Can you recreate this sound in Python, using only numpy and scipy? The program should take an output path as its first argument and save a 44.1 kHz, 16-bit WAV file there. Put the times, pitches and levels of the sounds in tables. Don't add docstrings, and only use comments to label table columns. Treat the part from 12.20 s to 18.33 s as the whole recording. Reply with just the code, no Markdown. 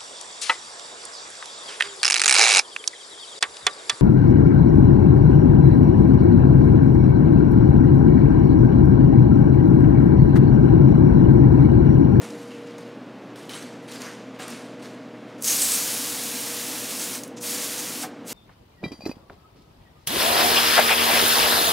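import sys
import numpy as np
from scipy import signal
from scipy.fft import rfft, irfft, next_fast_len
from scipy.io import wavfile
from scipy.ndimage import uniform_filter1d, map_coordinates

SR = 44100
rng = np.random.default_rng(int(sys.argv[2]) if len(sys.argv) > 2 else 0)


def field_ratio(decibels):
    return 10 ** (np.asarray(decibels, dtype=float) / 20)


def wav_out(sig):
    wavfile.write(sys.argv[1], SR, np.round(np.clip(np.atleast_2d(sig).T, -1, 1) * 32767).astype(np.int16))


N = 270333

# valve starts to open [start_s], [opening_s], valve starts to shut [shut_s],
# fall of the jet [fade_db_per_s]
SQUEEZES = [(3.205, 0.062, 4.96, 237), (5.196, 0.034, 5.838, 450), (6.044, 0.046, 6.13, 400)]
FLIGHT_S = 0.016


def unit(x):
    return x / np.sqrt(np.mean(x ** 2) + 1e-20)


def along(points, hz):
    f, v = np.transpose(points)
    return np.interp(np.log(hz + 1), np.log(f + 1), v)


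def curves(rows):
    s, *cols = np.transpose(rows)
    return [np.interp(np.arange(N) / SR, s, c, left=-120, right=-120) for c in cols]


def wobble(rate):
    knots = rng.standard_normal(int(N * rate / SR) + 4)
    return map_coordinates(knots, [np.arange(N) * rate / SR])


def filtered(x, response):
    m = next_fast_len(N + 8192)
    return irfft(rfft(x, m) * response(np.fft.rfftfreq(m, 1 / SR)), m)[:N]


def coloured(x, spectrum):
    return unit(filtered(x, lambda hz: field_ratio(along(spectrum, hz))))


def droplets(share, spread_db):
    size = np.minimum(rng.exponential(size=N), 3)
    hits = (rng.random(N) < 0.05) * field_ratio(spread_db * size) * rng.standard_normal(N)
    share = np.clip(share, 0, 1)
    return np.sqrt(1 - share) * rng.standard_normal(N) + np.sqrt(share) * unit(hits)


def patchy(x, depth_db):
    z = signal.stft(x, nperseg=512)[2]
    field = uniform_filter1d(rng.standard_normal(z.shape), size=6, axis=0)
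    field = uniform_filter1d(field, size=10, axis=1)
    return signal.istft(z * field_ratio(depth_db * unit(field)), nperseg=512)[1][:N]


def band(length, hz, width):
    b, a = signal.iirpeak(hz, hz / width, SR)
    noise = rng.standard_normal(length + 500)
    ringing = signal.lfilter(b, a, signal.lfilter(b, a, noise))
    return unit(ringing[500:])


def hoarse(events):
    out = np.zeros(N)
    for s, length, hz, width, db in events:
        u = np.linspace(0, np.pi, round(length * SR))
        swell = np.sqrt(np.abs(np.sin(u)))
        out[round(s * SR):][:len(u)] += field_ratio(db) * swell * band(len(u), hz, width)
    return out


def snaps(events, modes, t60, broad_db):
    out, t = np.zeros(N + SR), np.arange(SR // 10) / SR
    onset = 1 - np.exp(-t / 0.0004)
    for s, db, hz in events:
        burst = field_ratio(broad_db) * np.diff(rng.standard_normal(len(t) + 1))
        burst += field_ratio(-4.0) * band(len(t), hz, hz)
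        burst += 0.64 * np.sin(2 * np.pi * hz * t)
        for mode_hz, level in modes:
            phase = rng.uniform(0, 2 * np.pi)
            burst += field_ratio(level + rng.normal(0, 2)) * np.sin(2 * np.pi * mode_hz * t + phase)
        out[round(s * SR):][:len(t)] += field_ratio(db - 5.5 - 60 * t / t60) * onset * burst
    return out[:N]


def stroke(start, attack, hold, fade_db_per_s, from_db=-30):
    t = np.arange(N) / SR - start
    rise = np.where(t < 0, -200, from_db * (1 - np.clip(t / attack, 0, 1)) ** 2)
    return rise - fade_db_per_s * np.clip(t - attack - hold, 0, None)


def fan():
    # [pitch_hz], relative density [level_db]
    drone = [(20, -47), (70, -36.5), (100, -33), (125, -12), (160, -6.5), (205, -2.5), (255, 4.5), (275, 0),
             (296, 5.5), (330, -6.5), (400, -7), (620, -8), (720, -11.5), (2800, -24), (7000, -40.5),
             (15500, -55)]
    # [pitch_hz], relative density [level_db]
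    rumble = [(50, -34), (75, -12), (100, 6), (130, 1), (160, -39)]
    t = np.arange(N) / SR
    start_db, settles_s = 5, 0.08
    fan_db = -40.5 + start_db * np.exp(-t / settles_s) + 0.22 * wobble(2.32)
    rumble_db = np.where(t > 4.66, -64, -74)
    noise = field_ratio(fan_db) * coloured(patchy(rng.standard_normal(N), depth_db=0.06), drone)
    return noise + field_ratio(rumble_db) * coloured(rng.standard_normal(N), rumble)


def hum():
    # [time_s], [pitch_hz], rms [level_db]
    whine = [(0, 475, -43), (.74, 473.6, -44.5), (.82, 477, -80), (1.2, 472, -53), (1.35, 477.7, -49.5),
             (2.4, 481, -49.5), (3.2, 481.8, -50), (4.3, 478.4, -45.5), (4.66, 484, -48.5),
             (4.85, 488, -50), (5.1, 483.4, -47.5), (5.35, 480.4, -43.5), (5.55, 484, -47),
             (5.8, 484, -52.5), (6.13, 476, -47)]
    # [time_s], rms [level_db]
    upper_tone = [(0, -64), (2, -60), (2.15, -54), (3.05, -53.5), (3.2, -60), (4.6, -57), (6.13, -62)]
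    # [pitch_hz], rms [level_db] before the wobble
    weak_tones = [(357, -59.5), (425, -61), (522, -59.5)]
    t = np.arange(N) / SR
    late = t > 4.66
    whine_hz, whine_db = curves(whine)
    whine_phase = 2 * np.pi * np.cumsum(whine_hz) / SR + (0.24 + 1.44 * late) * wobble(12)
    tones = field_ratio(whine_db + 0.7 * wobble(5)) * np.sin(whine_phase)
    tones += field_ratio(np.where(late, -59, -56)) * np.sin(2 * np.pi * 119.8 * t)
    upper_db = curves(upper_tone)[0] + 0.53 * wobble(4.36)
    tones += field_ratio(upper_db) * np.sin(2 * np.pi * 623 * t + 0.28 * wobble(4.25))
    for hz, db in weak_tones:
        tones += field_ratio(db + 2.9 * wobble(5.8)) * np.sin(2 * np.pi * hz * t + 1.7 * wobble(4.01))
    return np.sqrt(2) * tones


def scuffs():
    # [start_s], scrape [level_db], crackle over scrape [over_db], [hold_s]
    drags = [(.01, -46, -2.5, 0.031), (.12, -58.5, -0.5, .17), (0.304, -52, -12, 0.018), (.34, -61, -6, .1),
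             (0.46, -54, -13, 0.049), (0.577, -53, -5.5, 0.0098), (1.02, -64, -18, .08),
             (1.153, -52, -3, 0.071), (1.289, -44, -2, 0.0082), (1.337, -44.5, -0.5, 0.02),
             (1.62, -63, -2, .04), (1.675, -48, -4, .02), (1.71, -44, 0, .01), (1.8, -43, -4, 0.028),
             (2.14, -55.5, -13, .02), (2.191, -41, -6.5, 0.034), (2.276, -46.5, -0.5, .015),
             (2.3, -47, -1.5, 0.018), (2.591, -56.5, -6, .02), (2.62, -49.5, -3.5, 0.011),
             (3.07, -58, -12, 0.057), (3.178, -56, -2, .03)]
    # [start_s], [length_s], [pitch_hz], [width_hz], [level_db]
    rubs = [(.3, .07, 2680, 400, -55), (.47, 0.045, 5100, 400, -64), (1.295, .08, 3030, 250, -48),
            (1.325, 0.028, 3800, 700, -47), (1.335, 0.071, 8300, 350, -54), (1.335, 0.044, 10300, 500, -51),
            (1.73, 0.075, 4700, 1000, -50), (1.82, 0.12, 1590, 900, -45.5), (1.82, .08, 6140, 1200, -50),
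            (1.83, .07, 11500, 900, -63), (2.2, 0.11, 1310, 300, -49), (2.215, 0.029, 7310, 600, -48),
            (2.3, 0.033, 5250, 1500, -47), (2.62, 0.055, 4000, 2500, -52)]
    # [pitch_hz], relative density [level_db]
    scrape_colour = [(400, -9), (1000, 2.5), (2000, 1.5), (4000, -3), (7000, -10.5), (12000, -44)]
    crackle_colour = [(3000, -7), (6000, 0), (9000, -1.5), (12000, -7.5), (16000, -23)]
    attack_s, scrape_fade_db_per_s, crackle_fade_db_per_s = 0.0063, 74, 116
    scrape_power = field_ratio(2 * -63)
    crackle_power = field_ratio(2 * -86)
    for s, db, over, hold in drags:
        scrape_power = scrape_power + field_ratio(2 * (db + stroke(s, attack_s, hold, scrape_fade_db_per_s)))
        crackle_power = crackle_power + field_ratio(2 * (db + over + stroke(s, attack_s, hold, crackle_fade_db_per_s)))
    scrape = coloured(patchy(droplets(share=0.25, spread_db=4.5), depth_db=1.0), scrape_colour)
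    crackle = coloured(patchy(droplets(share=0.58, spread_db=3), depth_db=2.5), crackle_colour)
    drag = np.sqrt(scrape_power) * scrape + np.sqrt(crackle_power) * crackle
    moving = np.arange(N) / SR < 3.6
    clumps_db = 0.92 * wobble(59.44)
    return field_ratio(clumps_db) * (moving * drag + hoarse(rubs))


def clicks():
    # [start_s], [level_db], centre [pitch_hz]
    click_events = [(0.0144, -43, 5910), (0.0444, -35, 5810), (0.1044, -31, 5180), (0.3057, -38, 3030),
                    (0.4723, -43, 7000), (0.5821, -34.5, 6450), (1.1583, -31, 3480), (1.1894, -37, 4130),
                    (1.2938, -20.5, 3060), (1.3014, -35, 3000), (1.3087, -32, 3030), (1.3344, -22, 3770),
                    (1.6853, -34, 3210), (1.7212, -26, 4605), (1.7584, -30, 4420), (1.8177, -22, 5894),
                    (2.1899, -28, 2490), (2.2218, -27, 3030), (2.2802, -24, 9100), (2.2035, -32, 8000),
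                    (2.303, -28, 8500), (2.6294, -42, 3830)]
    return snaps(click_events, [], t60=0.019, broad_db=-16)


def squeaks():
    # [start_s], [length_s], [start_hz], [end_hz], [level_db]
    glides = [(.97, .14, 10900, 11500, -82), (2.92, 0.15, 9800, 9800, -84)]
    out = np.zeros(N)
    for s, length, hz0, hz1, db in glides:
        u = np.linspace(0, 1, round(length * SR))
        hz = hz0 + (hz1 - hz0) * np.sqrt(u) + 1200 * rng.standard_normal(len(u))
        swell = 2 * np.sqrt(np.sin(np.pi * u).clip(0))
        out[round(s * SR):][:len(u)] += field_ratio(db) * swell * np.sin(2 * np.pi * np.cumsum(hz) / SR)
    return out


def knocks():
    # [start_s], [level_db], [t60_s]
    knock_events = [(2.188, -37.5, 0.15), (5.83, -27, 0.098)]
    # [pitch_hz], relative [level_db]
    knock_modes = [(165, 4), (260, 2), (748, 1), (830, -1), (1300, -10)]
    out, t = np.zeros(N + SR), np.arange(SR // 5) / SR
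    onset = 1 - np.exp(-t / 0.0088)
    for s, db, t60 in knock_events:
        ring = sum(field_ratio(level) * np.sin(2 * np.pi * hz * t) for hz, level in knock_modes)
        puff = field_ratio(0.5) * band(len(t), 1080, 1400)
        out[round(s * SR):][:len(t)] += field_ratio(db - 60 * t / t60) * onset * (ring + puff)
    return out[:N]


def valve(lag_s, faster=1):
    gain = np.zeros(N)
    for s, opening, shut, fall in SQUEEZES:
        start = s + lag_s
        gain += field_ratio(stroke(start, opening, shut - start - opening, faster * fall, from_db=-31))
    return gain


def jet_force():
    # [time_s], jet hiss [level_db]
    pressure = [(3.2, -28), (3.29, -24), (3.42, -24), (3.55, -24.5), (3.62, -28), (3.75, -29.5),
                (3.92, -33), (4.3, -34), (4.7, -36), (4.96, -35.5), (5.2, -34), (5.3, -33), (5.5, -34.5),
                (5.7, -36.5), (5.82, -38), (6.05, -39), (6.13, -38)]
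    # [time_s], over the steady force [surge_db], [half_width_s]
    surges = [(3.372, -1, .03), (3.428, 1.5, .02), (3.73, 0, .03), (4.682, -4, 0.015), (4.705, 4, 0.022),
              (4.826, 6, 0.042), (4.95, 1.5, .02), (5.31, 3, .015), (5.345, 3.5, .015), (5.438, 4, 0.026),
              (5.598, 5.5, 0.014), (5.67, 2.5, .03), (5.828, 4.5, 0.017)]
    t = np.arange(N) / SR
    surge_db = sum(db * np.exp(-((t - s) / width) ** 2) for s, db, width in surges)
    return curves(pressure)[0], surge_db


def dribbles():
    # [start_s], jet hiss [level_db], floor splash [level_db]
    dribble_events = [(5.03, -46, -54), (5.165, -59, -44)]
    drips = [field_ratio(stroke(s, 0.0061, 0, fade_db_per_s=352)) for s, _, _ in dribble_events]
    return field_ratio(np.transpose(dribble_events)[1:]) @ drips


def jet(force_db, surge_db, drips):
    # [pitch_hz], relative density [level_db]
    jet_colour = [(2500, -21.5), (4000, -9.5), (5500, -3.5), (7000, -1.5), (8500, -2.5), (10500, -5),
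                  (13000, -11.5), (16000, -9.5)]
    hiss = coloured(patchy(droplets(share=0.14, spread_db=4.5), depth_db=0.56), jet_colour)
    return (field_ratio(force_db + surge_db) * valve(0) + drips) * hiss


def mist(over_usual_db, drips):
    # [pitch_hz], relative density [level_db]
    mist_colour = [(5000, -42), (9000, 9.5), (12000, 10.5), (14000, 8), (15300, 4), (16000, -10)]
    gain = field_ratio(-38 + 0.84 * over_usual_db) * valve(lag_s=0.01, faster=1.1) + field_ratio(-13) * drips
    return gain * coloured(patchy(droplets(share=0.2, spread_db=4.0), depth_db=1.0), mist_colour)


def splash(over_usual_db, surge_db, drips):
    # [pitch_hz], relative density [level_db]
    splash_colour = [(300, -11), (700, -1.5), (1500, -3), (3000, -0.5), (5000, -1), (9000, -7),
                     (16000, -32)]
    wetting_s = (0.3, 0.07, 0.05)
    t = np.arange(N) / SR
    gain = field_ratio(-35.5 + 0.52 * over_usual_db + 0.18 * surge_db) * valve(FLIGHT_S, faster=0.87) + drips
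    patter = coloured(patchy(droplets(share=0.27, spread_db=1.0), depth_db=0.46), splash_colour)
    dryness = [np.exp(-np.abs(t - s - FLIGHT_S) / wet) for (s, *_), wet in zip(SQUEEZES, wetting_s)]
    body = filtered(patter, lambda hz: 1 / (1 + (hz / 1500) ** 4))
    return gain * (patter - 0.64 * np.max(dryness, axis=0) * body)


def spits():
    # [start_s], [level_db], centre [pitch_hz]
    slugs = [(3.2231, -14.5, 10680), (3.235, -15, 8720), (3.243, -11, 6310), (3.249, -10, 6700),
             (3.26, -14, 6510), (3.2674, -20.5, 6950), (3.2776, -7, 6400), (3.2829, -5.5, 6500),
             (3.2994, -9, 7850), (3.4184, -6, 8000), (3.5194, -10, 8050), (5.035, -20, 6330),
             (5.0774, -30, 11000), (5.2108, -27, 7400)]
    # [pitch_hz], relative [level_db]
    nozzle_modes = [(6450, -9), (7700, -11), (10500, -9), (14000, -11)]
    return snaps(slugs, nozzle_modes, t60=0.014, broad_db=-18)


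def whistles():
    # [start_s], [length_s], [pitch_hz], [width_hz], [level_db]
    whistle_events = [(3.25, 0.12, 6340, 900, -29.5), (3.27, 0.068, 7900, 600, -34),
                      (3.397, 0.085, 8070, 450, -26.5), (3.499, 0.071, 8200, 600, -30),
                      (3.56, 0.12, 6700, 600, -44), (5.164, 0.031, 6470, 2500, -46)]
    return hoarse(whistle_events)


def spray():
    t = np.arange(N) / SR
    force_db, surge_db = jet_force()
    over_usual_db = force_db + 34
    jet_drips, floor_drips = dribbles()
    air = np.exp(-np.abs(t - 3.25) / 0.085)
    sputter_db = (0.25 + 1.4 * air) * wobble(130) + 0.22 * wobble(13)
    at_nozzle = jet(force_db, surge_db, jet_drips) + mist(over_usual_db, jet_drips) + whistles()
    on_floor = splash(over_usual_db, surge_db, floor_drips)
    return field_ratio(sputter_db) * at_nozzle + field_ratio(0.76 * sputter_db) * on_floor + spits()


def room(x):
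    # [pitch_hz], [t60_s]
    decay = [(300, 0.26), (2000, 0.63), (6000, 0.86), (14000, 0.25)]
    hz, t, z = signal.stft(rng.standard_normal(SR), SR, nperseg=256)
    tail = signal.istft(z * field_ratio(-60 * t / along(decay, hz)[:, None]), SR, nperseg=256)[1]
    delayed = np.pad(x, (200, 0))
    return signal.fftconvolve(delayed, tail / np.linalg.norm(tail))[:N]


def low_cut(hz):
    return (1j * hz / (130 + 1j * hz)) ** 4


def scene():
    drone = fan() + hum()
    feet = scuffs() + clicks() + squeaks() + knocks()
    water = spray()
    dull_water = filtered(water, lambda hz: 1 / (1 + 1j * hz / 4000) ** 2)
    near = feet + water + room(field_ratio(-10) * feet + field_ratio(-13.5) * dull_water)
    mono = filtered(near, low_cut) + drone
    return np.array([mono, mono])


def roll_off(x):
    return signal.sosfilt(signal.butter(12, 16490, fs=SR, output="sos"), x)


def record(dry):
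    top_hz = 15950
    kept = filtered(dry[0], lambda hz: np.clip((top_hz - hz) / 250, 0, 1))
    return roll_off(np.array([kept, kept]))


dry = scene()
out = record(dry)
wav_out(out)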